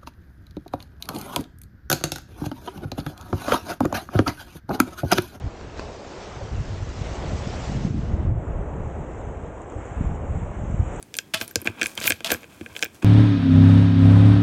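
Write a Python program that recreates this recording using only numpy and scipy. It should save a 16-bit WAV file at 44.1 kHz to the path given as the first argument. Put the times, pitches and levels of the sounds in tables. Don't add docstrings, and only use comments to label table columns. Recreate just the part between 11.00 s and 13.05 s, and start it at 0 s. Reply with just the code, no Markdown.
import sys
import numpy as np
from scipy import signal
from scipy.fft import rfft, irfft
from scipy.io import wavfile

SR = 44100
rng = np.random.default_rng(int(sys.argv[2]) if len(sys.argv) > 2 else 0)


def transcribe(signal):
    frames = np.atleast_2d(signal).T
    limited = np.clip(frames, -1, 1)
    pcm = np.round(limited * 32767).astype(np.int16)
    wavfile.write(sys.argv[1], SR, pcm)


N = 90228
TIME = np.arange(N) / SR
RING_TIME = np.arange(SR // 4) / SR

# f/Hz, t60/s, relative level/dB
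JAR_MODES = [(233.8, 0.25, 2.5), (321.4, 0.031, 9.5), (468.2, 0.052, 0), (531.5, 0.022, 7.5),
             (705, 0.016, 12), (937, 0.0072, 15), (1134, 0.0064, 17), (1627, 0.018, 2), (1582, 0.028, -3.5),
             (2315, 0.0091, -5), (2476, 0.0079, 2), (3077, 0.011, -2), (3272, 0.012, -5),
             (4105, 0.0086, -10.5), (4955, 0.0077, -3.5), (5950, 0.005, -12), (6120, 0.0025, 1),
             (7200, 0.0074, -3), (8560, 0.019, -11.5), (9140, 0.0023, 2.5), (9930, 0.0082, 14),
             (11830, 0.0025, 4.5), (13000, 0.002, 17.5), (14500, 0.0045, -6), (15800, 0.0038, 1)]
PART_BOUNDS = [0, 1300, 3700, 9000, 20000]
WALL, LID, LIP, EDGE = range(4)
# t/s, lid tone f/Hz, level/dB, wall re lid/dB, lip re lid/dB
LID_KNOCKS = [(0.1409, 3050, -35, -12, 0.5), (.152, 2800, -40, -9, -2), (.51, 1750, -44.5, -16, -6),
              (0.1869, 2660, -22, -19.5, -1), (0.4124, 2060, -26, -7.5, -5.5), (.5573, 2330, -24, 1.5, 7.5),
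              (0.6727, 2270, -15.5, -10.5, -18), (0.8141, 2370, -19.5, -11.5, -11),
              (.8185, 1870, -17.5, -11, -17), (0.8304, 2160, -22.5, -6, -3.5),
              (.8400, 2320, -30.5, -9.5, -5), (0.859, 2420, -21, -38, -9), (0.976, 2970, -25, -18, -8),
              (1.0131, 2380, -30, -3.5, -12), (1.0541, 2800, -36, -0.5, -19), (1.076, 2560, -14, -25, -20),
              (1.1047, 2180, -16, -7.5, -9), (1.1207, 2520, -20, -18.5, -7),
              (1.2056, 2200, -38.5, 1.5, -21), (1.3028, 2080, -24.5, -4, -15),
              (1.317, 2400, -23.5, 4.5, 0.5), (1.3200, 2160, -23.5, 1, -8.5), (1.3328, 1930, -31, -20, -16),
              (1.3452, 2100, -29, 0, -16), (1.4314, 2350, -42.5, -2, -14), (1.4418, 2380, -42, -7, -14),
              (1.2954, 2480, -36, -25, -4), (1.6611, 2416, -33.5, -10.5, -27), (1.7513, 2840, -40, -8, -32),
              (1.7640, 3020, -28, -16, -14), (1.7918, 2140, -40, -25, 1), (1.8256, 2700, -17.5, -14, -7),
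              (1.8320, 2400, -22, -6.5, -7.5), (1.8510, 2030, -30, -14, -28),
              (1.8596, 2370, -35.5, -6, -12)]
# t/s, level/dB, lip re edge/dB
EDGE_TICKS = [(0.027, -40.5, -4), (0.1677, -38, -2), (.4786, -38.5, -7), (.617, -35, -22),
              (0.646, -42, -18), (0.8676, -30.5, -7), (0.953, -43.5, -5), (1.002, -43.5, 8.5),
              (1.071, -28, 3.5), (1.0972, -28, -26), (1.101, -23, -11), (1.3195, -22.5, -19),
              (1.34, -36, 4), (1.8442, -47, 12.5)]
# t/s, level/dB
FINGER_BUMPS = [(0.621, -36.5), (.655, -27), (.698, -33), (1.049, -31), (1.6104, -27.5), (2.0296, -26)]
# firmest t/s, swell time/s, ease time/s, lid level/dB, hiss level/dB
SLOT_STROKES = [(.17, 0.013, 0.019, -73, -47.5), (0.417, 0.014, 0.019, -38.5, -35.5),
                (0.496, 0.02, 0.02, -62, -47.5), (0.598, 0.031, 0.027, -49.5, -53),
                (.657, 0.0045, 0.027, -34.5, -44), (.81, 0.045, 0.043, -41.5, -53.5),
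                (.85, 0.021, 0.076, -48, -41), (0.978, 0.0058, 0.021, -35.5, -40),
                (1.074, 0.038, 0.027, -47, -29), (1.319, 0.023, 0.023, -32.5, -32),
                (1.429, 0.072, 0.038, -54, -56.5), (1.708, 0.024, 0.035, -49, -65),
                (1.769, 0.024, .03, -49, -45), (1.833, 0.024, 0.018, -50, -40),
                (1.949, .012, 0.038, -56.5, -52), (2.026, 0.0039, .012, -40, -51)]
# f/Hz, t60/s, relative level/dB
COIN_MODES = [(11240, 0.028, -4), (11780, 0.021, -5), (11800, .06, -13), (13370, 0.18, -14),
              (12270, 0.066, 1.5), (13400, 0.019, -6), (14700, .02, 2)]
# t/s, f/Hz, level/dB before weighting by sqrt(t60), t60/s
FREE_RINGS = [(.1668, 12860, -37.5, .13), (1.101, 12500, -47, .33), (1.322, 12550, -42, .25),
              (.1678, 9200, -25, .019), (.4144, 12330, -34, .12), (.435, 13000, -40, .08),
              (.4786, 9600, -40, .07), (.5108, 12850, -34, .04), (1.084, 12600, -20, .055),
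              (1.3265, 12100, -27, .044), (1.8444, 15100, -22, .014)]
# t/s, level/dB, clatter time
# constant/s
CLATTERS = [(.3370, -17.5, 0.01), (.3452, -19, 0.0015), (.3715, -32.5, 0.0085), (.4129, -28.5, 0.005),
            (1.019, -27.5, 0.015), (1.0380, -24.5, 0.011), (1.0530, -23.5, 0.0096), (1.1055, -27, 0.0023),
            (1.2055, -41.5, 0.0028), (1.2452, -21.5, .007), (1.2584, -22.5, 0.015), (1.3028, -24.5, .004)]
# f/Hz, relative level/dB
CLATTER_SPECTRUM = [(60, -44), (180, -0.5), (500, -18), (1000, -9), (1800, -5), (2700, -1.5), (3500, -0.5),
                    (6200, -10), (12500, -17), (16000, -34)]
# f/Hz, t60/s, relative level/dB
AIR_MODES = [(655, .115, 1), (860, .07, -13), (1120, .08, -13), (1320, .12, -6), (1610, .08, -7),
             (2080, .08, -9), (2540, .1, -4), (3030, .13, -5), (3500, .1, -2), (4350, .12, -8),
             (4940, .1, -12), (6760, .09, -14)]
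# t/s, level/dB
PUSHES = [(0.348, -44), (.415, -42.5), (.561, -32.5), (.677, -34), (0.823, -45), (0.979, -46.5),
          (1.065, -44), (1.112, -38.5), (1.318, -38.5), (1.612, -40.5), (1.708, -51), (2.031, -42)]
# f/Hz, t60/s, relative level/dB
ROCKING_MODES = [(92.6, 0.092, 5.5), (107.3, 0.11, 0.5), (65, 0.044, -13)]
# f/Hz, relative level/dB
ROOM_SPECTRUM = [(20, -9), (45, -5), (85, 5), (150, 2), (330, 1.5), (600, -7), (1100, -12.5), (2400, -16),
                 (4000, -22.5), (8000, -22), (16000, -28)]

LID_HZ = 2300
WALL_TONE_RATIO = 0.19


def taps():
    contacts = [knock(*row) for row in LID_KNOCKS] + [tick(*row) for row in EDGE_TICKS]
    contacts += [bump(*row) for row in FINGER_BUMPS] + rattle(count=36)
    starts, wall_hz, lid_hz, wall_db, lid_db, lip_db, edge_db = np.transpose(contacts)
    wall = [ring(favour(part(WALL), hz, octave_db=18), scatter_db=2, detune=.025, size=3000, rise_s=.001)
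            for hz in wall_hz]
    lid = [ring(favour(part(LID), hz, octave_db=15), scatter_db=2, detune=.022, size=1500, rise_s=.0006)
           for hz in lid_hz]
    lip = [ring(part(LIP), scatter_db=1, detune=.065, size=1000, rise_s=.000097) for _ in starts]
    edge = [ring(part(EDGE), scatter_db=12, detune=.021, size=1000, rise_s=.00005) for _ in starts]
    out = np.zeros(N)
    for sounds, levels in ((band(wall, 102, 1760), wall_db), (band(lid, 1370, 4370), lid_db),
                           (band(lip, 3060, 9700), lip_db), (band(edge, 6100, 13700), edge_db)):
        for start, sound, db in zip(starts, sounds, levels):
            add(out, start, blow(sound, db))
    return disperse(out, cycles=.7923)


def knock(start, lid_hz, db, weight_db, hardness_db, edge_re_lip_db=-12):
    lip_db = db + hardness_db
    return start, WALL_TONE_RATIO * lid_hz, lid_hz, db + weight_db, db, lip_db, lip_db + edge_re_lip_db


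def tick(start, db, lip_db, body_db=-12):
    return start, WALL_TONE_RATIO * LID_HZ, LID_HZ, db + body_db, db + body_db, db + lip_db, db


def bump(start, db, wall_hz=306, step_db=-13.5):
    return (start, wall_hz, LID_HZ, *(db + step_db * np.arange(4)))


def rattle(count):
    jitter, scatter = rng.uniform(-1, 1, (count, 2)).T
    samples = ((np.arange(count) + .5 + .5 * jitter) / count * (N - 1)).astype(int)
    rubbing_db = 20 * np.log10(friction_envelope(hiss=False)[samples])
    levels = rubbing_db + 1 + 2 * scatter
    return [knock(i / SR, LID_HZ, db, weight_db=-16, hardness_db=-7.5) for i, db in zip(samples, levels)]


def scrapes(sing_db=8, sing_power=1.7):
    lid_drive, hiss_drive = friction_envelope(hiss=False), friction_envelope(hiss=True)
    lid = band(resonance(favour(part(LID), 2360, octave_db=10)), 830, 9400)
    wall = undb(1) * band(resonance(favour(part(WALL), 267, octave_db=5)), 179, 1190)
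    hiss = colour(grit(N), [(700, 8.5), (2000, 0), (4000, 4), (7000, 5.5),
                            (9500, 4), (12800, 1.5), (16000, -4)])
    firmness = (hiss_drive / hiss_drive.max()) ** sing_power
    song = undb(sing_db) * through(hiss_drive * firmness * grit(N), resonance(COIN_MODES))
    body = through(lid_drive * grit(N), lid + wall)
    return body + hiss_drive * level(hiss, 0) + song


def friction_envelope(hiss):
    hold_from_s, hold_to_s, hold_db = 1.48, 1.76, -58.5
    out = undb(hold_db) * np.clip(np.minimum(TIME - hold_from_s, hold_to_s - TIME) / .02, 1e-4, 1)
    for peak_s, swell_s, ease_s, lid_db, hiss_db in SLOT_STROKES:
        shape = np.exp(-np.maximum((peak_s - TIME) / swell_s, (TIME - peak_s) / ease_s))
        out = np.maximum(out, undb(hiss_db if hiss else lid_db) * shape)
    return out


def grit(size):
    slips, strength = rng.standard_normal((2, size))
    burst_db = 5 * np.clip(np.repeat(strength, 24)[:size], -2, 2.3)
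    return level(slips * undb(burst_db), 0)


def coin_rings():
    out = np.zeros(N)
    for start, hz, db, t60 in FREE_RINGS:
        song = ring([(hz, t60, 0), (hz * 1.014, t60, -6)], scatter_db=1.5, detune=.002)
        chatter = .75 + .55 * level(band(noise(), 15, 250), 0) + .3 * level(band(noise(), 250, 800), 0)
        add(out, start, undb(db) * np.sqrt(t60) * song * chatter)
    return out


def clatters():
    out = np.zeros(N)
    for start, db, decay_s in CLATTERS:
        envelope = np.exp(-RING_TIME / decay_s) + undb(-25) * fade(.31)
        collisions = grit(len(RING_TIME)) * envelope
        clatter = colour(np.pad(collisions, 256), CLATTER_SPECTRUM)[256:-256]
        air = ring(AIR_MODES, scatter_db=3, detune=.013, rise_s=.0025)
        add(out, start, blow(clatter, db))
        add(out, start, blow(air, db - 7))
    return disperse(out, cycles=.823)


def thumps(swell_s=.02):
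    out = np.zeros(N)
    swell = 1 - np.exp(-(RING_TIME / swell_s) ** 2)
    for start, db in PUSHES:
        rock = swell * ring(ROCKING_MODES, scatter_db=1.5, detune=.04)
        add(out, start, undb(db) * np.sqrt(2) * rock / np.abs(rock).max())
    return out


def reverberation(x):
    onset = np.clip((RING_TIME - .002) / .00033, 0, 1)
    near = band(noise(), 220, 12000) * fade(.076) * onset
    far = band(noise(), 78, 5200) * fade(.33) * onset
    response = undb(-18.5) * near / np.linalg.norm(near) + undb(-29.5) * far / np.linalg.norm(far)
    return through(x, response)


def background():
    return level(colour(rng.standard_normal(N), ROOM_SPECTRUM), db=-52)


def part(index):
    return [mode for mode in JAR_MODES if PART_BOUNDS[index] <= mode[0] < PART_BOUNDS[index + 1]]


def favour(modes, tone_hz, octave_db):
    return [(hz, t60, db - octave_db * abs(np.log2(hz / tone_hz))) for hz, t60, db in modes]


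def ring(modes, scatter_db, detune, size=len(RING_TIME), rise_s=0):
    hz, t60, db = np.transpose(modes)[:, :, None]
    weight, shift = np.clip(rng.standard_normal((2, len(modes), 1)), -1.5, 1.5)
    t = RING_TIME[:size]
    amplitude = undb(db + scatter_db * weight) / np.sqrt(t60)
    envelope = np.exp(-np.log(1000) * t / t60) * (1 - np.exp(-t / (rise_s + 1 / SR)))
    return np.sum(amplitude * envelope * np.sin(2 * np.pi * hz * (1 + detune * shift) * t), 0)


def resonance(modes):
    out = sum(undb(db) / np.sqrt(t60) * fade(t60) * np.sin(2 * np.pi * hz * RING_TIME)
              for hz, t60, db in modes)
    return out / np.linalg.norm(out)


def disperse(x, cycles):
    hz = np.fft.rfftfreq(2 * N, 1 / SR)
    phase_lag = 2 * np.pi * cycles * np.log(hz + 250)
    return irfft(rfft(x, 2 * N) * np.exp(-1j * phase_lag))[:N]


def colour(x, points):
    hz, db = np.transpose(points)
    bin_hz = np.fft.rfftfreq(len(x), 1 / SR) + 1
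    gain = undb(np.interp(np.log(bin_hz), np.log(hz), db))
    return irfft(rfft(x) * gain, len(x))


def band(x, lo_hz, hi_hz):
    return signal.sosfilt(signal.butter(3, [lo_hz, hi_hz], "band", fs=SR, output="sos"), x)


def through(x, response):
    return signal.fftconvolve(x, response)[:len(x)]


def noise():
    return rng.standard_normal(len(RING_TIME))


def fade(t60):
    return np.exp(-np.log(1000) * RING_TIME / t60)


def undb(db):
    return 10 ** (np.asarray(db) / 20)


def level(x, db):
    return x * undb(db) / np.sqrt(np.mean(x ** 2))


def blow(x, db, duration_s=.005):
    return x * undb(db) * np.sqrt(duration_s * SR / np.sum(x ** 2))


def add(out, start, x):
    i = int(np.clip(start * SR, 0, N - 1))
    out[i:i + len(x)] += x[:N - i]


def scene():
    jar = taps() + scrapes() + coin_rings() + clatters() + thumps()
    room_tone = background()
    return (jar + reverberation(jar) + room_tone)[None]


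def record(dry, bass_hz=46, ceiling=.85, top_hz=16100):
    thin = signal.sosfilt(signal.butter(2, bass_hz, "high", fs=SR, output="sos"), dry)
    rounded = thin / (1 + (thin / ceiling) ** 6) ** (1 / 6)
    return signal.sosfilt(signal.ellip(10, .2, 80, top_hz, fs=SR, output="sos"), rounded)


dry = scene()
out = record(dry)
transcribe(out)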